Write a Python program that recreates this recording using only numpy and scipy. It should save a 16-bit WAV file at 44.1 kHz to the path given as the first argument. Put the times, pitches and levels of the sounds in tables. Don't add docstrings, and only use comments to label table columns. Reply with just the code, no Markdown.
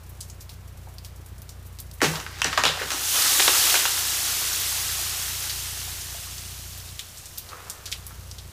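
import sys
import numpy as np
from scipy import signal
from scipy.fft import rfft, irfft, next_fast_len
from scipy.io import wavfile

SR = 44100
rng = np.random.default_rng(int(sys.argv[2]) if len(sys.argv) > 2 else 0)


def materialize(psi):
    bounded = np.clip(np.atleast_2d(psi).T, -1, 1)
    quanta = np.round(bounded * 32767).astype(np.int16)
    wavfile.write(sys.argv[1], SR, quanta)


N = 375732
TIME = np.arange(N) / SR
TOP_HZ = 15250


def undb(db):
    return 10 ** (np.asarray(db) / 20)


def unit(x):
    return x / np.sqrt(np.mean(x ** 2))


def add(out, s, x):
    i = int(s * SR)
    out[i:i + len(x)] += x[:max(N - i, 0)]


def ring(x, hz, width):
    hz, width = min(hz, SR / 3), min(width, SR / 4)
    b, a = signal.iirpeak(hz, hz / width, fs=SR)
    return signal.lfilter(b, a, x)


def cut(x, hz, side, order=2):
    sos = signal.butter(order, min(hz, SR / 2 - 1), side, fs=SR, output="sos")
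    return signal.sosfilt(sos, x)


def colour(x, points):
    hz, db = np.transpose(points)
    size = next_fast_len(N)
    f = np.maximum(np.fft.rfftfreq(size, 1 / SR), 1)
    gain = undb(np.interp(np.log(f), np.log(hz), db))
    return unit(irfft(rfft(x, size) * gain, size)[:N])


def walk(rate):
    knots = rng.standard_normal(N // 100)
    return np.interp(TIME * rate, np.arange(len(knots)), knots)


def swell(s, rise_s, hold_s, fade_s, bend):
    before = np.maximum((s - TIME) / rise_s, 0)
    after = np.maximum((TIME - s - hold_s) / fade_s, 0)
    return undb(-10 * (before + after) ** bend)


def clicks(size, rate, spread_db):
    strength = undb(spread_db * np.minimum(rng.exponential(size=size), 5))
    hit = rng.random(size) < rate / SR
    return unit(hit * strength * rng.standard_normal(size) + 1e-9)


def clinks(rate, low_hz, high_hz, cycles, spread_db):
    out, t = np.zeros(N), TIME[:SR // 50]
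    for when, pitch, chance in rng.random((int(rate * N / SR), 3)):
        hz = low_hz * (high_hz / low_hz) ** pitch
        size = undb(-spread_db * np.log(max(chance, .02)))
        tone = np.sin(2 * np.pi * hz * t) * np.exp(-t * hz / cycles)
        add(out, when * N / SR, size * hz * tone)
    return out


def trees(x, wet_db, low_t60, high_t60):
    t = TIME[:SR]
    echoes = clicks(SR, 5000, 1.3)
    low = cut(echoes, 1900, "low", order=1)
    tail = low * undb(-60 * t / low_t60) + 1.8 * (echoes - low) * undb(-60 * t / high_t60)
    tail = cut(tail, 11000, "low", order=1) * (1 - np.exp(-t / 0.0034))
    return x + undb(wet_db) * signal.fftconvolve(x, tail / np.linalg.norm(tail))[:N]


# frequency in Hz, relative level in dB.
AIR_SPECTRUM = [(100, 3.5), (200, -3.5), (300, -8.5), (520, -5), (800, -6.5), (1200, -8), (1900, -11.5),
                (5000, -17.5), (15000, -21.5)]
AIR_DB, TICKS_DB = -51.5, -57.5


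def drizzle():
    t = TIME[:SR // 10]
    splash = rng.standard_normal(len(t)) * np.exp(-t / .014) + 6 * (t == 0)
    splashes = signal.fftconvolve(clicks(N, 70, 1.3), splash)[:N]
    ticks = unit(cut(splashes, 3500, "high"))
    air = colour(rng.standard_normal(N), AIR_SPECTRUM) * undb(AIR_DB + 0.14 * walk(11))
    return undb(TICKS_DB) * ticks + air


# frequency in Hz, relative level in dB.
EXHAUST_SPECTRUM = [(22, -54), (30, -29), (44, -19), (60, 8), (90, 8), (120, 0.5), (150, -4), (180, -10.5),
                    (270, -21), (380, -17), (600, -38), (2000, -60)]
# start of the full dip in seconds, rise in seconds,
# hold in seconds, fade in seconds, depth in dB. After one rise or fade time a third of the depth is left.
ENGINE_LULLS = [(3.05, 0.28, 0.53, 0.98, -5.5), (7.006, 0.03, 0.78, 0.11, -7.5)]
FIRING_HZ, ENGINE_DB = 30, -42


def engine():
    firings, t = np.zeros(N), TIME[:SR // 20]
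    for k, (late, size) in enumerate(rng.standard_normal((int(N / SR * FIRING_HZ), 2))):
        pulse = undb([1.1 * size - 2.5 * (k % 2 == 0)])
        add(firings, (k + .6) / FIRING_HZ + .0003 * late, pulse)
    for hz in (120, 210, 300):
        firings = firings - 2 * ring(firings, hz, 34)
    throb = colour(firings - firings.mean(), EXHAUST_SPECTRUM)
    rumble = undb(-11) * colour(rng.standard_normal(N), EXHAUST_SPECTRUM)
    level_db = ENGINE_DB + sum(depth_db * swell(*timing, bend=1.8) for *timing, depth_db in ENGINE_LULLS)
    return (throb + rumble) * undb(level_db)


STRAY_PER_S, STRAY_DB, STRAY_SPREAD_DB = 2.2, -37, 6
STRAY_HZ, STRAY_WIDTH_HZ = 11000, 5000
STRAY_TICK_DB, STRAY_SPRAY_DB = -16, -16


def stray_drops():
    chance = rng.uniform(-1, 1, (int(STRAY_PER_S * N / SR), 3))
    rows = []
    for when, size, pitch in chance:
        s, db = abs(when) * N / SR, STRAY_DB + STRAY_SPREAD_DB * size
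        hz = STRAY_HZ * 2 ** (pitch / 2)
        rows.append((s, db, hz, STRAY_WIDTH_HZ, STRAY_TICK_DB, STRAY_SPRAY_DB))
    return rows


# touch-down in seconds, peak of the slap in dB, ring in Hz,
# width of the ring in Hz, dry tick against the ring in dB, spray against the slap in dB.
NEAR_DROPS = [ (.2056, -21.5, 6800, 4000, -22, -11.5), (.2987, -24.5, 6800, 2000, -22, -17),
              (.4075, -27.5, 5960, 2500, -5, -20.5), (.493, -28, 4330, 1500, -7, -13.5),
              (.94, -36, 12000, 5000, -15, -21), (.983, -27, 4550, 700, -13, -17),
              (1.047, -23.5, 5000, 3000, -2, -22), (1.261, -29, 11300, 6000, -15, -24),
              (1.381, -34, 9000, 6000, -20, -19), (1.4185, -23, 14000, 3000, 0, -31),
              (1.4913, -24.5, 5750, 3000, -6, -19), (1.787, -24.5, 4730, 1600, -5, -18),
              (1.801, -15.5, 12200, 7000, -23, -26), (1.9128, -26.5, 5050, 2500, -5, -29),
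              (1.935, -29, 13000, 7000, -20, -16), (5.494, -19, 4300, 1500, -26, -2.5),
              (5.802, -20, 5500, 3000, -18, -17), (6.0126, -19, 5000, 3000, -18, -19),
              (6.38, -21, 4500, 2000, -20, -17), (6.4494, -25, 5480, 3000, -14, -20),
              (6.7294, -27, 4330, 1500, -20, -16), (6.775, -24, 12100, 7000, -20, -18),
              (6.7994, -28, 4540, 1500, -18, -17), (6.8894, -27.5, 4030, 900, -22, -15),
              (6.9925, -15, 3570, 2000, -20, -15), (7.1721, -24.5, 5150, 900, -12, -19),
              (7.1804, -27, 7600, 3000, -15, -14), (7.2565, -24, 7200, 4000, -22, -15),
              (7.3747, -22, 4500, 2500, -16, -14), (7.3811, -10, 13900, 4000, -3, -28),
              (7.489, -25.5, 4500, 2500, -22, -13), (7.698, -12, 7450, 4500, -8, -22),
              (7.8565, -18.5, 4530, 3000, -18, -10.5), (7.916, -15, 4670, 2600, -20, -14),
              (7.925, -11.5, 3300, 1990, -31, -15.5), (7.973, -29, 11500, 7000, -20, -22),
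              (8.066, -15, 13000, 7000, -17, -24.5), (8.3125, -20.5, 5400, 1800, -19, -20),
              (8.3835, -25.5, 4080, 1800, -18, -11.5)]
SLAP_S, SLAP_ECHO_S, SPRAY_S = 0.00092, .0041, 0.0033
SLAP_ECHO_DB = -4


def splash_tone(x, hz, width_hz, tick_db):
    lowest_hz = min(0.51 * hz, 3000)
    return cut(ring(x, hz, width_hz) + undb(tick_db) * x, lowest_hz, "high", order=3)


def drops():
    out, t = np.zeros(N), TIME[:SR // 5]
    for s, db, *timbre, spray_db in list(NEAR_DROPS) + stray_drops():
        impact = (t == 0) + .1 * rng.standard_normal(len(t)) * np.exp(-t / .0008)
        slap = cut(splash_tone(impact, *timbre), TOP_HZ, "low")
        slap = undb(db) * slap / np.abs(slap).max()
        droplets = clicks(len(t), 14000, .9)
        fizz = droplets * (np.exp(-t / 0.0078) + 1.02 * np.exp(-t / 0.028))
        spray = splash_tone(fizz, *timbre)
        add(out, s + SLAP_S, slap)
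        add(out, s + SLAP_ECHO_S, undb(SLAP_ECHO_DB) * slap)
        add(out, s + SPRAY_S, undb(db + spray_db) * spray)
    return out


# frequency in Hz, relative level in dB.
FAR_SPECTRUM = [(150, -34), (350, -1), (550, 1), (800, 0.5), (1200, 4), (1800, -2), (3000, -9), (8000, -38)]
FAR_S, FAR_DB, FAR_RISE_S, FAR_FADE_S = 7.52, -43.5, 0.042, 0.36


def far_ice():
    fall = undb(FAR_DB) * swell(FAR_S, FAR_RISE_S, 0, FAR_FADE_S, bend=0.77)
    return colour(clicks(N, 3000, 0.7), FAR_SPECTRUM) * fall


# start in seconds, peak before the echoes in dB, pitch in Hz.
DEBRIS_KNOCKS = [ (.872, -38.5, 710), (1.2, -44, 233), (2.696, -25.5, 540), (2.814, -26, 480),
                 (2.942, -31.5, 312), (3.175, -23, 1170), (3.259, -22, 1350), (3.396, -21.5, 776),
                 (3.398, -30, 352), (3.479, -25.5, 363), (3.48, -13, 1130), (3.492, -27, 390),
                 (3.741, -19, 800), (3.751, -29, 393), (3.854, -20.5, 960), (3.976, -22.5, 1530),
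                 (4.274, -30, 1090), (4.779, -31.5, 800), (4.892, -28, 1570), (5.28, -28, 1710),
                 (5.507, -29, 1860), (5.734, -37, 764), (5.877, -34, 715), (6.146, -37.5, 700),
                 (6.271, -36.5, 1130), (7.531, -27, 1200), (7.532, -44, 454), (7.67, -35, 1200),
                 (7.877, -38, 1400), (8.108, -38, 1290)]


def debris():
    out, t = far_ice(), TIME[:SR // 4]
    for s, db, hz in DEBRIS_KNOCKS:
        blow = (t == 0) + 0.078 * rng.standard_normal(len(t)) * np.exp(-t / 0.0093)
        knock = ring(ring(blow, hz, 0.27 * hz), hz, 1.04 * hz)
        add(out, s, undb(db) * knock / np.abs(knock).max())
    return trees(out, wet_db=-11.5, low_t60=0.93, high_t60=0.27)


ICE_SHOWERS = [ (2.033, .01, .03, .16, -35.5, -56), (2.546, 0.25, 0.44, 0.14, -53, -38),
               (3.237, 0.23, 0.46, .17, -20.5, -47), (3.173, 0.043, 0.54, .17, -45, -31.5),
               (3.875, 0.82, 0.22, 1.89, -25.5, -37.5), (6, 1, 2.3, 3.9, -51.5, -62)]
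SHOWER_BEND = 1.65


def ice_flow():
    power = 0
    for *timing, fine_db, chunk_db in ICE_SHOWERS:
        power = power + np.outer(undb([fine_db, chunk_db]), swell(*timing, SHOWER_BEND)) ** 2
    return np.sqrt(power)


# frequency in Hz, relative level in dB.
SHARD_SPECTRUM = [(200, -47), (700, -15), (1500, -8.5), (2300, -7.5), (2900, -3), (4300, -3), (6300, -1),
                  (8200, -3), (11000, -4.5), (15500, -6.5)]
# frequency in Hz, relative level in dB.
CHUNK_SPECTRUM = [(100, -17), (215, -8), (300, -1), (390, -1.5), (560, -4.5), (750, 1), (930, -1),
                  (1150, 3), (2000, 2.5), (2700, -0.5), (5000, 2), (15000, -19.5)]


def ice_shower():
    fine, coarse = ice_flow()
    wash = colour(rng.standard_normal(N), SHARD_SPECTRUM) * undb(.5 * walk(25))
    ticks = colour(clicks(N, 500, 2.2), SHARD_SPECTRUM) * fine ** .7 * undb(-23)
    shards = colour(clinks(900, 2500, 14000, 6, 2.2), SHARD_SPECTRUM) * undb(-7)
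    chunks = colour(clicks(N, 5000, 0.54), CHUNK_SPECTRUM) * undb(1.1 * walk(30))
    twigs = colour(clinks(520, 300, 4500, 4, 1.5), CHUNK_SPECTRUM) * undb(-3)
    return (wash + shards) * fine + ticks + (chunks + twigs) * coarse


# frequency in Hz, width in Hz, level in dB.
LIMB_MODES = [(308, 150, 0), (384, 77, 2), (470, 120, -3), (774, 144, 7), (1100, 980, 2), (1790, 680, 2.5),
              (2840, 320, 0.5), (3900, 430, -1), (5970, 2000, -5.5)]


def wood(push, ring_hz, width_hz, ring_db, lowest_hz):
    shift = 1 + .04 * rng.standard_normal(len(LIMB_MODES))
    body = 0
    for k, (hz, width, db) in enumerate(LIMB_MODES):
        body = body + (-1) ** k * undb(db) * ring(push, hz * shift[k], width)
    piece = ring(ring(push, ring_hz, width_hz), ring_hz, width_hz)
    piece = np.pad(piece, (SR // 2000, 0))[:len(push)]
    sound = cut(body + undb(ring_db) * piece + 0.066 * push, lowest_hz, "high", order=4)
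    return cut(sound, 23000, "low", order=1)


# frequency in Hz, width in Hz, level in dB.
BOUGH_MODES = [(156, 12, 2.5), (273, 43, 2), (400, 140, 5), (495, 130, 1.5)]
BOOM_HZ, BOOM_SWELL_S, BOOM_LAG = 300, 0.012, 0.92


def flex(t, hz, width):
    swell_s = BOOM_SWELL_S * (BOOM_HZ / hz) ** BOOM_LAG
    push = clicks(len(t), 2000, 0.41) * t * np.exp(-t / swell_s)
    return unit(ring(ring(push, hz, width), hz, .5 * hz))


# start in seconds, peak of the snap in dB, rms of the splintering in dB before
# its fade, tearing time in seconds, ring of the broken piece in Hz, width of that ring in Hz,
# its level against the limb in dB, lowest frequency in Hz (thick wood reaches lower).
WOOD_CRACKS = [ (2.004, -29, -38, .008, 1970, 450, 17, 900), (2.0166, -4.5, -22, .004, 1800, 550, 9, 450),
               (2.022, -13, -21, 0.024, 425, 200, -1, 300), (2.043, -11, -24.5, 0.017, 1710, 1500, 10, 600),
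               (2.135, -30, -34, 0.035, 960, 600, 12, 600), (2.156, -17.5, -35, 0.0056, 3630, 2500, 7, 900),
               (2.199, -27, -37.5, 0.0088, 4500, 3000, -9, 900),
               (2.264, -19.5, -39, .008, 1490, 1198, 13, 595),
               (2.387, -30, -44, 0.011, 3050, 1200, -2, 900),
               (2.4178, -6.5, -23, 0.0024, 2820, 500, 10.5, 845),
               (2.4436, -6, -36, 0.0034, 5930, 4500, 3, 775), (2.447, -14, -26.5, 0.02, 1500, 990, 7, 500),
               (2.529, -14.5, -28, 0.0065, 1380, 1200, 11, 795),
               (2.5758, -5.5, -19.5, 0.013, 1030, 850, 13, 696),
               (2.637, -6, -21.5, 0.007, 2870, 800, 8, 420), (2.6526, -2, -20.5, 0.023, 3180, 1390, 7, 600),
               (2.664, -13, -26, .006, 1100, 600, 11, 500), (2.772, -25, -36, 0.0044, 570, 400, 13, 420),
               (2.785, -27, -35, .015, 1700, 1200, 14, 500), (2.8178, -17, -29, 0.012, 1470, 900, 11, 372),
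               (2.9043, -16, -31, 0.0093, 1460, 600, 5, 1110),
               (2.9171, -11, -29, 0.022, 5950, 4500, 1, 348), (3.147, -24, -34, 0.026, 1190, 700, 13, 500),
               (3.396, -5, -20, 0.0044, 2800, 1800, 11, 700), (3.402, -4.5, -27, .004, 4200, 1500, 8, 700),
               (3.423, -10, -31, .004, 3300, 1500, 6, 1500), (3.478, -4, -16, .003, 3240, 1510, 7, 400),
               (3.741, -14, -24, 0.0035, 1500, 400, 13, 600),
               (3.753, -11.5, -23, .007, 2800, 1200, 10, 328),
               (3.8536, -8.5, -23.5, .005, 3500, 1200, 6, 425)]
# start in seconds, peak in dB.
BOUGH_JOLTS = [(2.017, -14), (2.44, -28.5), (2.578, -32), (2.645, -26.5), (2.815, -38)]


def limb():
    out, t = np.zeros(N), TIME[:SR // 3]
    for s, snap_db, splinter_db, tear_s, *timbre in WOOD_CRACKS:
        release = np.exp(-t / .00005) + .33 * rng.standard_normal(len(t)) * np.exp(-t / .0016)
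        snap = wood(release, *timbre)
        snap = snap / np.abs(snap).max()
        fibres = unit(wood(clicks(len(t), 5000, 2.3), *timbre))
        fade_s = 0.0098 + 0.66 * tear_s
        tearing = (1 - np.exp(-t / 0.0008)) * np.exp(-np.maximum(t - tear_s, 0) / fade_s)
        add(out, s, undb(snap_db) * snap + undb(splinter_db) * fibres * tearing)
    for s, db in BOUGH_JOLTS:
        boom = sum(undb(mode_db) * flex(t, hz, width) for hz, width, mode_db in BOUGH_MODES)
        add(out, s, undb(db) * boom / np.abs(boom).max())
    return trees(out, wet_db=-9.5, low_t60=0.58, high_t60=0.45)


def scene():
    yard = drizzle() + engine() + drops() + debris() + ice_shower() + limb()
    return np.array([yard, yard])


def record(dry):
    rounded = np.tanh(dry)
    return signal.sosfilt(signal.ellip(10, .2, 70, TOP_HZ, fs=SR, output="sos"), rounded)


dry = scene()
out = record(dry)
materialize(out)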